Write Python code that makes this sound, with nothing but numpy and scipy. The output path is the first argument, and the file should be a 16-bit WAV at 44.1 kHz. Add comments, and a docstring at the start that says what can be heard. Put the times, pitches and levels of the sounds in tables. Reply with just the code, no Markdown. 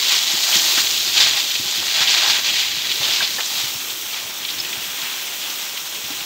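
"""Dry grain pours from a trailer outlet into a big woven bag, heard by a hand-held mono microphone.
From the start the falling stream hisses, made of countless tiny clicks, over a low rumble of noise.
Early on, clumps of clicks spatter loudly, noise puffs splash and slap, and damped sines thump the cloth.
A brief sine hum comes just after one second. Midway the microphone turns away and the bag rings less.
It then turns partly back, over softer spatter and small splashes; a few short sine ticks stand out."""
import sys
import numpy as np
from scipy import signal
from scipy.fft import rfft, irfft, next_fast_len
from scipy.io import wavfile
from scipy.ndimage import uniform_filter1d

SR = 44100
rng = np.random.default_rng(int(sys.argv[2]) if len(sys.argv) > 2 else 0)


def wav_out(sig):
    """Save sig, one row per channel (or a flat mono array), as 16-bit PCM at SR to the path in sys.argv[1]."""
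    wavfile.write(sys.argv[1], SR, np.round(np.clip(np.atleast_2d(sig).T, -1, 1) * 32767).astype(np.int16))


def rack_gain(trim_db):
    """Turn a fader trim in dB into the linear factor to multiply a signal by."""
    fader = np.asarray(trim_db, float)
    return 10 ** (fader / 20)


N = 275620  # length in samples


def evened(x):
    """Scales to rms 1."""
    return x / np.sqrt(np.mean(x ** 2) + 1e-20)


def over_time(points):
    """Draws straight lines between points of (seconds, value), giving one value per sample."""
    return np.interp(np.arange(N) / SR, *np.transpose(points))


def read(points, hz):
    """Reads a spectrum on a log-frequency axis."""
    f, value = np.transpose(points)
    return np.interp(np.log(hz + 1), np.log(f + 1), value)


def wander(seconds):
    """Slow chance of rms 1: noise averaged twice over the given time."""
    width = max(round(seconds * SR), 2)
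    smooth = uniform_filter1d(rng.standard_normal(N), width)
    return evened(uniform_filter1d(smooth, width))


def patches(hz, t, bins, frames):
    """Random patches of rms 1 over frequency and time."""
    raw = rng.standard_normal((len(t), len(hz))).T
    across_hz = uniform_filter1d(raw, bins, 0)
    return evened(uniform_filter1d(across_hz, frames, 1))


def coloured(x, field_db):
    """Multiplies the short-time spectrum by a dB field of frequency and time."""
    hz, t, z = signal.stft(x, SR, nperseg=512, noverlap=384)
    z = z * rack_gain(field_db(hz[:, None], t))
    return signal.istft(z, SR, nperseg=512, noverlap=384)[1][:N]


def through(x, colour_db):
    """Gives a sound a fixed colour."""
    size = next_fast_len(len(x))
    gain = rack_gain(colour_db(np.fft.rfftfreq(size, 1 / SR)))
    return irfft(rfft(x, size) * gain, size)[:len(x)]


def laid(times, level_db, sounds):
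    """Places each sound at its time and level."""
    out = np.zeros(N + sounds.shape[1])
    for s, db, sound in zip(times, level_db, sounds):
        out[round(s * SR):][:len(sound)] += rack_gain(db) * sound
    return out[:N]


# Resonances of the bag's hollow and cloth, which each sound scales by its own depth.
# Each row: frequency in Hz, width in Hz, lift in dB at depth 1.
BAG_RESONANCES = [(339, 56, 7), (640, 125, 5.5), (813, 24, 8), (1000, 58, 2), (1585, 120, 5.5),
                  (1910, 54, 6), (3340, 180, 3.5), (4500, 110, 1), (4330, 89, 2.5), (4880, 310, 3.5),
                  (5940, 76, 5.5), (6880, 570, 2)]


def ring_db(hz):
    """The resonances of the bag as lifts of the spectrum, added together."""
    return sum(db / (1 + (2 * (hz - f) / width) ** 2) for f, width, db in BAG_RESONANCES)


# How far the microphone points into the bag.
# Each row: time in seconds, share from 0 to 1.
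FACING_BAG = [(0, 0.53), (1.0, 1), (2.6, 0.9), (3.2, 0.65), (3.7, 0.3), (4.5, 0.6), (6.25, 0.55)]


def ringing(x, colour_db, depth):
    """Colours a sound; the bag resonances fade as the microphone turns away."""
    facing = np.clip(over_time(FACING_BAG), 0, 1)
    plain = through(x, colour_db)
    in_bag = through(plain, lambda hz: depth * ring_db(hz))
    return plain + facing * (in_bag - plain)


def kernels(per_s, spread_db):
    """Clicks of kernels at random moments, a few of them large."""
    excess_db = spread_db * np.minimum(rng.exponential(1, N), 5)
    size = rack_gain(excess_db) * rng.choice([-1., 1.], N)
    return evened(size * (rng.random(N) < per_s / SR))


def bursts(rows, octaves, t60):
    """Puffs of noise in a band: quick rise, hold, then a fall of 60 dB in t60 seconds."""
    s, level_db, centre_hz, hold = np.transpose(rows)
    size, rise_s = 8192, 0.0015
    hz, t = np.fft.rfftfreq(size, 1 / SR), np.arange(size) / SR
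    distance = np.log2((hz + 1) / centre_hz[:, None])  # octaves from the centre
    band = np.exp(-.5 * (distance / octaves) ** 2)
    puff = irfft(rfft(rng.standard_normal((len(s), size))) * band, size)
    puff /= 3 * puff.std(1, keepdims=True)  # 0 dB is three times the noise's rms
    rise = 1 - np.exp(-t / rise_s)
    fall = rack_gain(-60 * np.maximum(t - hold[:, None], 0) / t60)
    struck = laid(s, level_db, puff * rise * fall)
    return through(struck, lambda hz: -10 * np.log10(1 + (hz / 7300) ** 12))  # no top treble


# Lumpy low wash of the heap settling.
# Each row: time in seconds, level in dB before the random lumps.
RUMBLE_LEVEL = [(0.0, -55), (0.9, -48.5), (1.58, -50.5), (2.61, -46.5), (3.25, -49), (3.95, -55.5),
                (4.58, -49), (5.0, -55), (5.7, -60), (6.25, -51)]


def rumble():
    """The heap settles: low noise rings the bag and swells in random lumps."""
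    corner_hz, lumps_db = 300, 3.5
    low_db = lambda hz: -10 * np.log10(1 + (hz / corner_hz) ** 4)
    low = ringing(rng.standard_normal(N), low_db, depth=1.6)
    lumps = evened(low * rack_gain(lumps_db * wander(0.032)))
    return rack_gain(over_time(RUMBLE_LEVEL)) * lumps


def hum():
    """A brief low sine that swells in and out."""
    start_s, end_s, pitch_hz, level_db = 1.23, 1.36, 112, -46
    t = np.arange(N) / SR
    swell = np.clip(np.minimum(t - start_s, end_s - t) * 40, 0, 1)  # ramps of 1/40 s
    return rack_gain(level_db) * swell * np.sin(2 * np.pi * pitch_hz * t)


# Dull thumps of the bag.
# Each row: start in seconds, peak in dB, hardness in dB per octave.
THUMPS = [(0.335, -28, 7), (0.555, -26, 8), (0.772, -28.5, 14), (1.594, -27.5, 1), (1.651, -33, 6),
          (1.778, -32, 5), (2.005, -30, -1), (2.38, -38, 6), (2.508, -34, 14), (2.661, -46, -7),
          (2.769, -35, -5), (2.901, -35, 14), (2.999, -32, -11), (3.2, -42, -6), (3.635, -31, -2),
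          (3.749, -37, -9), (4.249, -41, -12), (4.77, -32.5, 1), (6.036, -37, 1), (6.099, -32.5, 12)]
# Ways in which the loaded cloth vibrates.
# Each row: frequency in Hz before a random shift, level in dB before hardness, time to fall 60 dB in seconds.
CLOTH_MODES = [(81, -12, 0.078), (132, 1, 0.093), (241, 2.5, 0.063), (334, -3, 0.099)]


def thumps():
    """The loaded cloth is knocked: heavily damped modes, harder knocks favour the high ones."""
    s, peak_db, hard_db = np.transpose(THUMPS)
    t = np.arange(8192) / SR
    slack = 0.12  # each thump shifts each mode by about this share at most
    shift = 1 + slack * rng.uniform(-1.1, 1, (len(s), len(CLOTH_MODES)))
    wave = 0
    for k, (hz, db, t60) in enumerate(CLOTH_MODES):
        tone = (-1) ** k * np.sin(2 * np.pi * hz * shift[:, k, None] * t)
        mode_db = db + hard_db[:, None] * np.log2(hz / 128) - 60 * t / t60
        wave = wave + tone * rack_gain(mode_db)
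    wave *= 1 - np.exp(-(t / 0.0052) ** 2)  # soft onset, in seconds
    return laid(s, peak_db, wave / abs(wave).max(1, keepdims=True))


# Short pitched ticks.
# Each row: start in seconds, peak in dB, pitch in Hz.
TICKS = [(3.206, -16, 1600), (3.221, -19, 2300), (3.384, -20, 1760), (4.6, -14.5, 5200), (4.6, -23, 4540)]


def ticks():
    """Something small and hard rings for an instant: sines that die away quickly."""
    s, peak_db, hz = np.transpose(TICKS)
    t = np.arange(4096) / SR
    rise_s, t60_s = 0.0015, 0.028
    envelope = (1 - np.exp(-t / rise_s)) * rack_gain(-60 * t / t60_s)
    ring = np.sin(2 * np.pi * hz[:, None] * t) * envelope
    return laid(s, peak_db, ring / abs(ring).max(1, keepdims=True))


# Loudness of the falling stream.
# Each row: time in seconds, level in dB before a slight flutter.
STREAM_LEVEL = [(0.0, -24), (0.35, -26.5), (0.55, -21), (0.76, -22), (0.9, -23.5), (1.15, -24.5),
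                (1.67, -27), (2.37, -26), (2.78, -28.5), (3.06, -24), (3.39, -28), (3.67, -24.5),
                (4.3, -27.5), (5.17, -25.5), (6.25, -27)]
# Colour of the stream before the treble dip and the bag's ringing.
# Each row: frequency in Hz, relative level in dB.
STREAM_COLOUR = [(40, -37), (200, -15), (400, -11), (670, -15.5), (1490, -10), (1730, -16.5), (3200, -2.5),
                 (4680, -12.5), (5400, -4), (6500, -5), (8200, -9), (10300, -15), (12500, -9),
                 (14000, -10.5), (15700, -5.5)]


def stream():
    """Countless kernels rubbing as they fall: smooth hiss with faint patches and flutter."""
    dip_hz, dip_width_hz, dip_db = 9970, 900, 4.5  # a dip in the treble; width is to half depth

    def drift_db(hz, t):
        dip = dip_db / (1 + ((hz - dip_hz) / dip_width_hz) ** 2)
        return 1.17 * patches(hz, t, bins=8, frames=12) - dip
    rubbing = coloured(kernels(per_s=20000, spread_db=1.5), drift_db)
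    hiss = evened(ringing(rubbing, lambda hz: read(STREAM_COLOUR, hz), depth=0.42))
    flutter_db = 0.65 * wander(0.018)
    return hiss * rack_gain(over_time(STREAM_LEVEL) + flutter_db)


# Heavier slaps of grain on the bag wall.
# Each row: start in seconds, level in dB, centre in Hz, hold in seconds.
SLAPS = [(0.772, -10.5, 1910, .012), (1.17, -22.5, 1100, 0.067), (1.82, -24.5, 900, 0.011),
         (2.012, -7, 2460, .012), (3.005, -26.5, 720, 0.088), (3.205, -18, 1300, 0.022),
         (3.381, -17.5, 1000, .02)]


def slaps():
    """Grain slaps the bag wall: noise puffs, wider and longer than the splashes."""
    return bursts(SLAPS, octaves=0.99, t60=0.1)


# Sudden flurries of kernels.
# Each row: start in seconds, level in dB, centre in Hz, hold in seconds.
SPLASHES = [(.375, -12, 3200, .008), (0.525, -6.5, 3320, 0.013), (0.565, -1, 5000, 0.0036),
            (.593, -7, 3280, 0.0073), (1.165, -12, 3830, .015), (1.2, -1.5, 3900, .012),
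            (1.503, -11, 3330, .012), (1.551, -7, 3400, 0.0094), (1.709, -10, 6950, .003),
            (2.072, -4, 3300, .012), (2.818, -11, 3840, .003), (2.89, -11.5, 3080, .03),
            (3.029, -9.5, 3340, 0.025), (3.124, -12, 4070, 0.042), (3.222, -10.5, 3630, .03),
            (3.405, -8, 3300, .003), (3.45, -15, 6700, .025), (3.603, -17, 3800, 0.0067),
            (3.899, -16, 3380, .008), (4.447, -15, 3430, .006), (4.484, -14, 3180, 0.009),
            (4.5, -12.5, 3900, .006), (4.583, -15, 3900, 0.0088), (4.646, -14, 3000, .006),
            (4.726, -14, 2900, .008), (5.015, -16, 3600, .006), (5.42, -19, 3400, 0.013),
            (5.496, -16, 3800, .006), (5.77, -15, 3100, .008), (5.945, -18.5, 3170, .012),
            (6.04, -20, 3360, 0.017), (6.13, -20, 2620, .008), (6.205, -17, 3100, .008)]


def splashes():
    """A handful of kernels strikes at once: short puffs of noise."""
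    return bursts(SPLASHES, octaves=0.43, t60=0.037)


# Loudness of the kernels landing in the bag.
# Each row: time in seconds, level in dB before the random clumps.
SPATTER_LEVEL = [(0, -21), (0.13, -14), (0.22, -20), (0.4, -20.5), (0.54, -17.5), (0.69, -18.5),
                 (0.78, -16), (0.84, -18.5), (1.12, -21), (1.18, -13), (1.24, -13.5), (1.3, -19),
                 (1.4, -19.5), (1.47, -24.5), (1.66, -24), (1.77, -20), (1.83, -23.5), (1.95, -18),
                 (2.03, -14.5), (2.06, -17.5), (2.09, -14), (2.27, -16.5), (2.31, -13.5), (2.42, -22.5),
                 (2.47, -17), (2.52, -20), (2.58, -16), (2.7, -23), (2.98, -21.5), (3.14, -19), (3.24, -20),
                 (3.33, -25), (3.5, -26.5), (3.58, -21), (3.74, -29.5), (4.08, -33), (4.15, -25.5),
                 (4.25, -32), (4.95, -30), (5.05, -27.5), (5.26, -31), (5.45, -29.5), (5.9, -33),
                 (6.15, -29.5), (6.25, -31)]
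# Colour of the landing before the changing tone and the bag's ringing.
# Each row: frequency in Hz, relative level in dB.
SPATTER_COLOUR = [(180, -53), (300, -27.5), (546, -21.5), (798, -12.5), (1080, -11.5), (1550, -11.5),
                  (2090, -6), (2330, -3.5), (3920, 0.5), (5380, -8), (7030, -10.5), (9940, -32),
                  (13000, -26.5)]
# Tone of the landing as the microphone swings.
# Each row: time in seconds, brightness in dB per octave, heaviness in dB of the low body before it wanders.
SPATTER_TONE = [(0, 1, -1), (0.5, 6, 1.5), (1.05, 2.5, -6), (1.3, 1, -1.5), (1.55, 4.5, -2),
                (1.9, 0.9, -1.5), (2.3, 0.8, 0), (2.75, -2, -8.5), (3.0, 0, -3.5), (3.25, -0.3, -1.8),
                (3.35, 5, 2), (3.7, 4.5, 5.5), (3.9, -2, -1.5), (4.6, -2.5, 6), (5.1, -5.5, -0.7),
                (6.25, 0.5, 4.5)]


def spatter():
    """Kernels land in clumps and ring the bag; the colour follows brightness and heaviness."""
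    s, bright_db, heavy_db = np.transpose(SPATTER_TONE)

    def drift_db(hz, t):
        octaves = np.log2(np.clip(hz, 2500, 14000) / 3500)
        tilt = np.interp(t, s, bright_db) * octaves
        wander_db = 1.74 * np.interp(t, np.arange(N) / SR, wander(0.061))
        body = (np.interp(t, s, heavy_db) + wander_db) / (1 + (hz / 1800) ** 4)
        return tilt + body + 0.81 * patches(hz, t, bins=9, frames=6)
    landing = coloured(kernels(per_s=9000, spread_db=3.0), drift_db)
    patter = evened(ringing(landing, lambda hz: read(SPATTER_COLOUR, hz), depth=0.99))
    clumps_db = 0.82 * wander(0.0035) + 0.79 * wander(0.019)
    return patter * rack_gain(over_time(SPATTER_LEVEL) + clumps_db)


def scene():
    """All sources, alike in both channels."""
    background = rumble() + hum() + thumps() + ticks()
    grain = stream() + slaps() + splashes() + spatter()
    return np.tile(background + grain, (2, 1))


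def band_limit(x):
    """A steep low-pass at the top of the band."""
    return signal.sosfilt(signal.butter(12, 17080, fs=SR, output="sos"), x)


def record(dry):
    """A mono microphone rounds off its peaks, then cuts the deep bass and the very top."""
    low_hz, edge_hz = 65, 15740

    def band_db(hz):
        bass_cut = -10 * np.log10(1 + (low_hz / (hz + 1)) ** 6)
        return bass_cut - 120 * (hz > edge_hz)
    rounded = np.tanh(dry[0] / 1.1) * 1.1
    mono = through(rounded, band_db)
    return band_limit(np.tile(mono, (2, 1)))


dry = scene()
out = record(dry)
wav_out(out)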